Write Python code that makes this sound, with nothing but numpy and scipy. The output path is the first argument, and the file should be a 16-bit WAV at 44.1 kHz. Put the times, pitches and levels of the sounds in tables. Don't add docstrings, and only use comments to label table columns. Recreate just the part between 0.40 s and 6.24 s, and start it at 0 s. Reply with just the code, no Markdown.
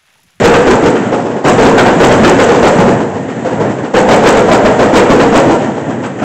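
import sys
import numpy as np
from scipy import signal
from scipy.fft import rfft, irfft
from scipy.io import wavfile
from scipy.ndimage import uniform_filter1d

SR = 44100
rng = np.random.default_rng(int(sys.argv[2]) if len(sys.argv) > 2 else 0)


def persist_wave(psi):
    counts = np.round(np.clip(psi, -1, 1) * 32767).astype(np.int16)
    wavfile.write(sys.argv[1], SR, np.atleast_2d(counts).T)


def elevation(decibels):
    levels = np.asarray(decibels, float)
    return 10 ** (levels / 20)


N = 257525
TIME = np.arange(N) / SR


def unit(x):
    return x / np.sqrt(np.mean(x ** 2))


def colour(x, points):
    hz, db = np.transpose(points)
    size = 2 ** 12
    grid_hz = np.maximum(np.arange(size // 2 + 1) * SR / size, 1)
    curve_db = np.interp(np.log(grid_hz), np.log(hz), db)
    cepstrum = irfft(np.log(elevation(curve_db)))
    cepstrum[1:size // 2] *= 2
    cepstrum[size // 2 + 1:] = 0
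    response = irfft(np.exp(rfft(cepstrum)))
    response = response / np.sqrt(np.sum(response ** 2))
    return signal.fftconvolve(x, response)[:len(x)]


def walk(rate):
    k = int(SR / rate)
    steps = np.repeat(rng.standard_normal(N // k + 1), k)
    return unit(uniform_filter1d(uniform_filter1d(steps, k), k)[:N])


def knocks(spread_db, per_s):
    k = int(SR / per_s)
    size = elevation(spread_db * np.minimum(rng.exponential(size=N // k + 1), 2.5))
    loudness = uniform_filter1d(np.repeat(size, k)[:N], k)
    return unit(rng.standard_normal(N) * loudness)


def ring(x, hz, t60):
    pole = np.exp(2j * np.pi * hz / SR - np.log(1000) / (max(t60, .01) * SR))
    return signal.lfilter([1], [1, -pole], x).imag * np.sqrt(2 * (1 - abs(pole) ** 2))


def strikes():
    # time in seconds, clank level in dB, thud in dB above clank, wheel note in Hz,
    # trailing wheel in dB above the first.
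    near_track = [(0.0144, -10, 0.5, 634, 11.5), (1.046, -5.5, -0.5, 516, 2.5),
                  (1.1861, -7.5, 6.5, 481, 3.5), (1.3768, 3.5, -9.5, 728, -13),
                  (1.684, -8.5, 1.5, 726, 3.5), (1.8381, 2, -1, 237, -4.5), (1.99, -2.5, 0, 475, -4.5),
                  (3.5411, -5, -2, 480, 1.5), (3.685, -6.5, 1.5, 670, 6.5), (3.836, -6.5, 2, 467, 8.5),
                  (4.395, -7, 4.5, 638, -1), (4.533, -5.5, 2.5, 262, 6), (4.6981, -3, 4, 270, -9),
                  (5.8219, -16, 3, 298, -10)]
    # [s, dB, dB, Hz, dB].
    far_track = [(0.0813, -22, -1.5, 439, -7.5), (0.1344, 0.5, -8, 493, -15.5),
                 (0.272, -5.5, 3.5, 328, 2.5), (0.428, -11.5, 5, 349, 3.5), (1.2514, -2, 2, 250, -10),
                 (1.462, -4.5, 1.5, 713, -8.5), (1.604, -4, 2.5, 490, 2), (2.0933, -11, 9.5, 480, -4.5),
                 (2.2308, -2.5, 2.5, 584, -2), (2.3899, -10, 8.5, 188, -17), (2.454, -19.5, 3, 320, 7),
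                 (3.9406, -11.5, 1.5, 440, 3.5), (4.088, -11.5, 4.5, 780, 9.5),
                 (4.2535, -6.5, 4.5, 620, -15.5), (4.7964, -3.5, 1.5, 478, -7), (4.926, -10, 2.5, 760, 10),
                 (5.076, -16.5, 6, 235, 6)]
    # time in seconds, clank level in dB, thud in dB above clank, wheel note in Hz.
    joints = [(0.55, -12.5, -13.5, 467), (0.6087, -22.5, -5, 275), (0.6439, -20, -5, 268),
              (0.7237, -14.5, 2, 499), (0.7788, -23, 6, 490), (0.8517, -23, 4, 380), (0.9004, -22, 1, 401),
              (0.963, -24.5, 3.5, 375), (2.1434, -18, 8.5, 500), (2.5985, -18.5, -0.5, 189),
              (2.7452, -29.5, 7, 202), (2.885, -20, -6, 497), (3.0519, -19, 2.5, 480),
              (3.1098, -26, 6.5, 288), (3.203, -18, 3.5, 470), (3.3, -21.5, 1.5, 243),
              (3.3794, -23, -1.5, 468), (3.439, -20, 0.5, 313), (4.607, -30.5, 11, 520),
              (5.2195, -22.5, 3, 236), (5.3632, -23.5, 2, 214), (5.4946, -21.5, -2.5, 234),
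              (5.6318, -15.5, -5.5, 272), (5.7863, -20, -10, 432)]
    rattle_db, trail_s, bounce_s = -18, 0.027, 0.03
    rows = [(s, db, thud_db, -15, 0.29, hz) for s, db, thud_db, hz in joints]
    for track, t60 in ((near_track, 0.23), (far_track, 0.21)):
        for s, db, thud_db, hz, trail_db in track:
            rows.append((s, db, thud_db, rattle_db, t60, hz))
            trail_hz = np.sqrt(hz * 480)
            rows.append((s + trail_s, db + trail_db, 2, -8, 0.24, trail_hz))
            bounce_db = db + max(trail_db, 0) - 14.5
            rows.append((s + trail_s + bounce_s, bounce_db, thud_db, rattle_db, t60, hz))
    return [row for row in rows if row[0] < TIME[-1]]


def shaking(db, shorter, lead_s=0., sudden=0.65, hold=0.85):
    rise_s = 0.0053 * sudden
    power = np.zeros(N)
    for (s, _, _, _, t60, _), peak_db in zip(strikes(), db):
        start = int((s - lead_s) * SR)
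        t = TIME[:min(SR, N - start)]
        swell = 1 - np.exp(-t / max(rise_s, 1 / SR))
        fade_db = -60 * (t / max(t60 * shorter, .02)) ** hold
        power[start:start + len(t)] += (elevation(peak_db + fade_db) * swell) ** 2
    return np.sqrt(power)


def thud(heavy_db):
    # frequency in Hz, level in dB.
    thud_tone = [(40, -32.5), (90, -27.5), (160, -4.5), (260, -4.5), (400, -1.5), (480, 1.5), (650, -5.5),
                 (900, -5), (1300, -19), (2500, -34.5)]
    shake = shaking(heavy_db + 1.5, shorter=0.78, lead_s=0.0072, sudden=1.0, hold=1.51)
    return colour(shake * knocks(2.5, 150), thud_tone)


def ringing_steel(heavy_db):
    # mode frequency in Hz, level in dB, t60 in seconds.
    modes = [(129.7, -11, 0.064), (179, -12, 0.11), (228, 3.5, 0.08), (293, 3.5, 0.079), (325, 5.5, 0.072),
             (420, -0.5, 0.19), (468, 7, 0.14), (544, -25, 0.081), (602, -3, 0.13), (701, 8, 0.025),
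             (786, 1.5, 0.049), (930, -14.5, 0.069), (1078, -4.5, 0.022)]
    push = shaking(heavy_db - 3.5, shorter=0.78, lead_s=0.0035, sudden=0.097)
    share = elevation(np.array(modes)[:, 1])
    out = np.zeros(N)
    for gain, (hz, _, t60) in zip(share, modes):
        turns = elevation(4.1 * walk(9))
        out += gain * ring(push * turns * knocks(0.87, 80), hz, t60)
    return out / np.sqrt(np.sum(share ** 2))


def clang(db):
    out = np.zeros(N + SR)
    t = TIME[:SR // 2]
    for (s, _, _, _, _, hz), peak_db in zip(strikes(), db):
        kick = 1.45 * np.exp(-t / 0.0011) * np.cos(2 * np.pi * hz * t)
        chatter = rng.standard_normal(len(t)) * np.exp(-t / 0.017)
        start = int((s - .001) * SR)
        out[start:start + len(t)] += elevation(peak_db) * ring(kick + chatter, hz, t60=0.037)
    return out[:N]


def clank(db):
    # frequency in Hz, level in dB.
    clank_tone = [(500, -44), (1000, 2), (1500, 6.5), (2000, -3), (3000, -5.5), (4000, -19), (5500, -21.5),
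                  (9000, -20.5)]
    shake = shaking(db, shorter=0.43, sudden=0.9, hold=1.695)
    return colour(shake * knocks(2.2, 300), clank_tone)


def rattle(db):
    # frequency in Hz, level in dB.
    rattle_tone = [(3000, -16), (5000, -19), (6300, -7.5), (7400, -2.5), (8000, 5.5), (9500, -27)]
    shake = shaking(db, shorter=0.62, sudden=2.73, hold=1.59)
    return colour(shake * knocks(6.5, 350), rattle_tone)


def blows():
    _, clank_db, thud_db, rattle_db, _, _ = np.transpose(strikes())
    heavy_db = thud_db + 0.92 * (clank_db + 0.5)
    low = thud(heavy_db) + clang(heavy_db - 4.5) + ringing_steel(heavy_db)
    high = clank(clank_db - 4.5) + rattle(clank_db + rattle_db - 4.5)
    return low + high


def rolling():
    # time in seconds, roar level in dB.
    nearness = [(0.0, -7), (0.3, -11), (0.6, -14.5), (1.02, -20.5), (1.1, -10), (1.5, -11), (1.82, -8.5),
                (2.4, -9.5), (2.65, -16.5), (2.9, -17.5), (3.25, -16), (3.51, -19.5), (3.75, -10.5),
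                (4.24, -12), (4.63, -12), (5.05, -11), (5.4, -17.5), (5.84, -19.5)]
    # frequency in Hz, level in dB per Hz.
    roar_tone = [(18, -50), (30, -62), (85, -14), (101, -5.5), (122, -0.5), (167, -5), (231, 3),
                 (315, -2.5), (779, -10.5), (1210, -22.5), (1720, -20), (3000, -39), (3900, -60),
                 (6600, -120)]
    # frequency in Hz, level in dB per Hz.
    hiss_tone = [(710, -28), (1200, -21), (1900, -2), (2150, -13), (2950, -13.5), (3710, -19.5),
                 (4130, -23), (4830, -28), (7290, -17), (8600, -16), (11200, -76), (18900, -120)]
    near_db = np.interp(TIME, *np.transpose(nearness))
    roar = colour(rng.standard_normal(N), roar_tone) * elevation(near_db + 2.0 * walk(16))
    hiss_db = -9 + 1.496 * near_db + 0.43 * walk(39)
    hiss = colour(knocks(0.82, 460), hiss_tone) * elevation(hiss_db)
    return roar + hiss


def echo(x, count=4):
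    t60_s, top_hz, first_s = 1, 2740, .015
    t = TIME[:SR]
    out = np.zeros(N)
    for k in range(count):
        turn = np.cos(np.pi * (TIME / .9 + k / count)) ** 2
        tail = rng.standard_normal(SR) * elevation(-60 * t / t60_s) * (t > first_s)
        tail = signal.lfilter(*signal.butter(1, top_hz, fs=SR), tail)
        tail = tail / np.sqrt(np.sum(tail ** 2))
        out += signal.fftconvolve(x * turn ** 2, tail)[:N]
    return out


def scene():
    hits = blows()
    return (hits + elevation(-13) * echo(hits) + rolling())[None]


def low_pass(x):
    return signal.sosfilt(signal.butter(12, 15830, fs=SR, output="sos"), x)


def record(dry):
    mic_low_hz, band_hz = 83.7, 8070
    up, down = 160, 441
    overload, knee, ceiling = 0.72, 40, .717
    x = signal.sosfilt(signal.butter(3, mic_low_hz, "high", fs=SR, output="sos"), dry)
    band = signal.firwin(16001, band_hz, window=("kaiser", 8), fs=up * SR)
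    x = signal.resample_poly(x, up, down, axis=1, window=band)
    x = x / (1 + np.abs(x / overload) ** knee) ** (1 / knee)
    x = signal.resample_poly(x, down, up, axis=1, window=band)[:, :N]
    x = np.clip(x, -ceiling, ceiling)
    return low_pass(x)


dry = scene()
out = record(dry)
persist_wave(out)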